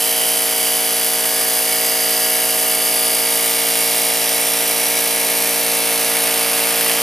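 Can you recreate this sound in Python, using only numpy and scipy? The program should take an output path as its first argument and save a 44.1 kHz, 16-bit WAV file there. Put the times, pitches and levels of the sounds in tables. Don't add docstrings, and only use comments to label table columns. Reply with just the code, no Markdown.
import sys
import numpy as np
from scipy import signal
from scipy.fft import rfft, irfft, next_fast_len
from scipy.io import wavfile
from scipy.ndimage import uniform_filter1d, map_coordinates

SR = 44100
rng = np.random.default_rng(int(sys.argv[2]) if len(sys.argv) > 2 else 0)


def transcribe(signal):
    frames = np.atleast_2d(signal).T
    limited = np.clip(frames, -1, 1)
    pcm = np.round(limited * 32767).astype(np.int16)
    wavfile.write(sys.argv[1], SR, pcm)


N = 309582
TIME = np.arange(N) / SR
GRID_HZ = np.arange(4097) * SR / 8192
SHAFT_HZ = 57.6


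def undb(db):
    return 10 ** (np.asarray(db) / 20)


def unit(x):
    return x / np.sqrt(np.mean(x ** 2))


def curve(points):
    return np.interp(TIME, *np.transpose(points))


def trend(db, db_per_s):
    return db + db_per_s * (TIME - TIME.mean())


def walk(rate_hz):
    hold = int(SR / rate_hz)
    steps = np.repeat(rng.standard_normal(N // hold + 1), hold)
    return 1.2 * uniform_filter1d(steps, hold)[:N]


def spectrum(points):
    hz, db = np.transpose(points)
    return np.interp(np.log(GRID_HZ + 1), np.log(hz), db)


def colour(x, db):
    cepstrum = irfft(np.log(undb(db)))
    half = len(GRID_HZ) - 1
    cepstrum[1:half] *= 2
    cepstrum[half + 1:] = 0
    return signal.fftconvolve(x, irfft(np.exp(rfft(cepstrum))))[:N]


def reverberate(x, t60):
    t = TIME[:SR // 3]
    echoes = rng.standard_normal(len(t)) * np.exp(-np.log(1000) * t / t60)
    power = uniform_filter1d(np.abs(rfft(echoes, 2 * len(GRID_HZ) - 2)) ** 2, size=15)
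    echoes = colour(echoes, -10 * np.log10(power))[:len(t)]
    return signal.fftconvolve(x, echoes / np.sqrt(np.sum(echoes ** 2)))[:N]


# (time [s], place [0 = first, 1 = second])
CAMERA_PLACE = [(0, .9), (1.0, 0.43), (2.0, 0), (2.7, 0.4), (3.1, 0), (3.55, 0.92), (7.02, 0.91)]
# (time [s], height [0 = low, 1 = high])
CAMERA_HEIGHT = [(0, 0.25), (3.0, 0.39), (3.5, 0.91), (7.02, 1)]
def camera_path():
    return curve(CAMERA_PLACE), curve(CAMERA_HEIGHT)


# (order [multiple of shaft rate], relative level [dB])
HUM_HARMONICS = [(1, -38), (2, -21), (3, -12), (4, -9.5), (5, -5), (6, -29.5), (7, -9), (8, 1.5), (9, -6),
                 (10, -7.5), (11, 0), (12, -20), (13, -0.5), (14, -21), (15, -7), (16, -7), (17, -24),
                 (18, -15), (19, -15), (20, -23), (21, -8.5), (22, -42), (23, -16.5), (24, -13.5)]
# (instant [turns], relative level [dB])
PUFF_TIMING = [(.312, -1.2), (.835, 0), (.134, -4.7)]
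# (order [multiple of shaft rate], gain from low to high [dB])
STANDING_WAVES = [(3, 1), (7, -3.5), (9, -4.5), (10, 11.5), (11, -5.5), (13, -5), (14, 26)]
def hum(turns, height, db, waver_db):
    out, shifts = 0, {round(order): shift_db for order, shift_db in STANDING_WAVES}
    for order, order_db in HUM_HARMONICS:
        puffs = sum(undb(puff_db) * np.exp(-2j * np.pi * order * at) for at, puff_db in PUFF_TIMING)
        waver = waver_db * order / len(HUM_HARMONICS) * walk(2.14)
        shift = shifts.get(order, 0) * (height - height.mean())
        out += undb(order_db + shift + waver) * np.cos(2 * np.pi * order * turns + np.angle(puffs))
    return undb(db) * unit(out)


# (order [multiple of shaft rate, rounded in use],
# relative level at first place [dB], at second place [dB])
WHIR_TONES = [(27, -50, -47), (29, -38, -37.5), (31, -48, -42.5), (34, -42, -45), (35, -42, -42),
              (42, -49, -53), (46, -59, -37.5), (49, -55, -38), (52, -38, -61), (55, -54, -40.5),
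              (70.3, -60, -39), (82.8, -38.5, -40.5), (87, -47, -44)]
def whir(turns, place, db, waver_db):
    out = 0
    for order, first_db, second_db in WHIR_TONES:
        level_db = db + first_db + (second_db - first_db) * place + waver_db * walk(2.5)
        phase = 2 * np.pi * (round(order) * turns + rng.random())
        out += undb(level_db) * np.sqrt(2) * np.cos(phase)
    return out


def knock(turns, at, jitter_us=13, scatter_db=.8):
    clicks, taps = np.zeros(N), np.arange(-5, 7)
    when = np.interp(np.arange(int(turns[-1]) + 1) + at, turns, np.arange(N))
    when = when[(when > 20) & (when < N - 20)]
    chance = rng.standard_normal((len(when), 2))
    when += chance[:, 0] * jitter_us * SR / 10 ** 6
    index = when.astype(int)[:, None] + taps
    pulses = np.sinc(index - when[:, None])
    np.add.at(clicks, index, undb(scatter_db * chance[:, 1:]) * pulses)
    return unit(clicks)


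# (instant [turns], relative level with camera low [dB], with camera high [dB])
PUMP_BLOWS = [(.06, 0, -10.5), (.27, 4, 7.5), (.43, 3.5, -0.5), (.58, 6.5, 2.5), (.82, 4.5, 3)]
def pump_knocks(turns, height):
    return unit(sum(knock(turns, at) * undb(low_db + (high_db - low_db) * height)
                    for at, low_db, high_db in PUMP_BLOWS))


# (frequency [Hz], relative spectral density [dB])
CASING_SPECTRUM = [(1100, -65.5), (1400, -68), (2000, -65.5), (3000, -61.5), (3800, -69.5), (4800, -62),
                   (6500, -66), (8000, -66.5), (9800, -54), (11500, -63.5), (13300, -58.5)]
def clatter(clicks, db, ring_t60, room_db, room_t60, low_hz, paths=6):
    clicks = signal.sosfilt(signal.butter(4, low_hz, "high", fs=SR, output="sos"), clicks)
    drift = np.linspace(0, paths - 1, N)
    out = 0
    for path in range(paths):
        power_share = np.clip(1 - np.abs(drift - path), 0, 1)
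        ringing = reverberate(clicks, ring_t60) + undb(room_db) * reverberate(clicks, room_t60)
        out += np.sqrt(power_share) * ringing
    return undb(db) * np.sqrt(SR / 2) * colour(out, spectrum(CASING_SPECTRUM))


def airflow(turns, opens_turns, decay_turns, leak, scatter_db, grain_db):
    since_opening = (turns - opens_turns) % 1
    unevenness = undb(scatter_db * walk(SHAFT_HZ) + grain_db * walk(900))
    return unit((leak + np.exp(-since_opening / decay_turns)) * unevenness)


# (frequency [Hz], relative spectral density [dB])
AIR_SPECTRUM = [(30, -86), (100, -84.5), (180, -75.5), (300, -69.5), (520, -65), (660, -60), (900, -61),
                (1350, -64), (2150, -59.5), (2600, -60.5), (7300, -65), (9700, -59.5), (11500, -61),
                (13500, -62), (14300, -55.5)]
def air_noise(flow, rush_db, hiss_db, split_hz, rush_pulse, room_db, room_t60):
    jet_share = 1 / (1 + (split_hz / (GRID_HZ + 1)) ** 4)
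    jet = flow, jet_share, hiss_db
    fan = 1 + rush_pulse * flow, 1 - jet_share, rush_db
    out = 0
    for envelope, share, db in jet, fan:
        noise = envelope * rng.standard_normal(N)
        noise = unit(noise + undb(room_db) * reverberate(noise, room_t60))
        out += undb(db) * colour(noise, spectrum(AIR_SPECTRUM) + 10 * np.log10(share + 1e-6))
    return np.sqrt(SR / 2) * out


# (frequency [Hz], width [Hz], strike instant [turns], level [dB],
# gain from first to second place [dB], gain from low to high [dB], flicker [dB])
VALVE_RESONANCES = [(2236, 40, .5, -48, 10, -2.5, 5), (3028, 144, .58, -33, 1.5, -8.5, 1.5),
                    (4780, 270, .82, -29.5, -10, 2, 0.9), (9870, 79, .25, -28, 0.5, -5, 1.5)]
def valve_ring(turns, place, height, shake, shake_db, reseat_hz):
    out = 0
    for hz, width, at, db, place_db, height_db, flicker_db in VALVE_RESONANCES:
        drive = knock(turns, at) + undb(shake_db) * shake
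        ring = signal.lfilter(*signal.iirpeak(hz, hz / width, fs=SR), drive)
        ring = signal.lfilter(*signal.iirpeak(hz, hz / (3 * width), fs=SR), ring)
        flicker = flicker_db * walk(reseat_hz)
        out += unit(ring) * undb(db + place_db * place + height_db * height + flicker)
    return out


# (frequency [Hz], width [Hz], gain with camera low [dB], with camera high [dB])
METAL_RESONANCES = [(685, 18.3, 8.5, 14.5), (2216, 140, 3.5, 3.5), (3550, 580, 0.5, 2.5), (5650, 640, 1, 4),
                    (6540, 67, -2, 4.5), (7620, 160, 3.5, 3.5), (8920, 220, -1, 5), (9500, 140, -2, -1.5),
                    (9700, 98, 3.5, 2), (10250, 120, 3, 4), (10380, 250, -1.5, -4.5), (11480, 240, 3, 2),
                    (12900, 80, 6, 8), (13180, 180, 0, 5.5)]
def pump_metal(x, height):
    low = high = 0
    for hz, width, low_db, high_db in METAL_RESONANCES:
        peak = 1 / (1 + (2 * (GRID_HZ - hz) / width) ** 2)
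        low += low_db * peak
        high += high_db * peak
    return (1 - height) * colour(x, low) + height * colour(x, high)


# (time [s], delay [ms])
TANK_DELAY = [(0, .64), (3.1, .61), (3.5, .57), (4.4, .56), (5.3, .46), (6.0, .48), (6.7, .42)]
def tank_echo(x, db):
    delay_samples = curve(TANK_DELAY) * SR / 1000
    reflection = map_coordinates(x, [np.arange(N) - delay_samples], order=3)
    return (x + undb(db) * reflection) / np.sqrt(1 + undb(db) ** 2)


def rattle(flow, db, start_s, rise_s, low_hz, high_hz, scatter_db):
    shaken = flow * undb(scatter_db * walk(SHAFT_HZ)) * rng.standard_normal(N)
    band = signal.sosfilt(signal.butter(3, [low_hz, high_hz], "band", fs=SR, output="sos"), shaken)
    return undb(db) * unit(band) * np.clip((TIME - start_s) / rise_s, 0, 1)


# (frequency [Hz], phase [rad])
LEFT_LEAD = [(0, 0), (520, 0.47), (1030, 0.3), (1380, 0), (2150, 0.16), (2410, 0), (3700, 0.39),
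             (4820, 0.43), (9040, 0.074), (14900, 0.0)]
# (frequency [Hz], relative level [dB])
WALL_SPREAD = [(60, -16), (110, -24), (200, -22), (380, -21), (690, -14.5), (1280, -8.5), (2350, -10.5),
               (4340, -12), (8000, -20.5), (14800, -16)]
def garage(x, wall_db, wall_t60, balance_db):
    size = next_fast_len(N)
    lead = np.interp(np.arange(size // 2 + 1) * SR / size, *np.transpose(LEFT_LEAD))
    direct_side = irfft(rfft(x, size) * 1j * np.tan(lead / 2), size)[:N]
    walls = colour(reverberate(x, wall_t60), spectrum(WALL_SPREAD))
    walls = signal.sosfilt(signal.butter(2, 180, "high", fs=SR, output="sos"), walls)
    side = direct_side + undb(wall_db) * walls
    return np.array([(x + side) * undb(balance_db), (x - side) * undb(-balance_db)])


def scene():
    place, height = camera_path()
    turns = SHAFT_HZ * TIME + 0.0021 * walk(1.207) + 0.00048 * walk(14)
    clicks = pump_knocks(turns, height)
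    flow = airflow(turns, opens_turns=.21, decay_turns=0.72, leak=0.52, scatter_db=0.8, grain_db=2.6)
    casing = clatter(clicks, db=-4.0, ring_t60=.026, room_db=-1.5, room_t60=0.21, low_hz=1440)
    hum_db, rush_db, hiss_db = trend(-27, 0.49), trend(-2.5, 0.38), trend(-0.66, -0.4)
    air = air_noise(flow, rush_db, hiss_db, split_hz=7500, rush_pulse=0.38, room_db=-7, room_t60=0.18)
    shake = clicks + flow * rng.standard_normal(N)
    valves = valve_ring(turns, place, height, shake, shake_db=-4, reseat_hz=9)
    tones = hum(turns, height, hum_db, waver_db=1.3) + whir(turns, place, db=-1.5, waver_db=2.3)
    bright = tank_echo(pump_metal(casing + air, height), db=-19)
    rattling = rattle(flow, db=-31, start_s=5.76, rise_s=0.42, low_hz=990, high_hz=3000, scatter_db=2.5)
    return garage(tones + bright + valves + rattling, wall_db=-1.8, wall_t60=0.095, balance_db=-0.24)


def record(dry):
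    lowpass = signal.firwin(601, 14250, window="blackman", fs=SR)
    return signal.fftconvolve(dry, lowpass[None], "same")


dry = scene()
out = record(dry)
transcribe(out)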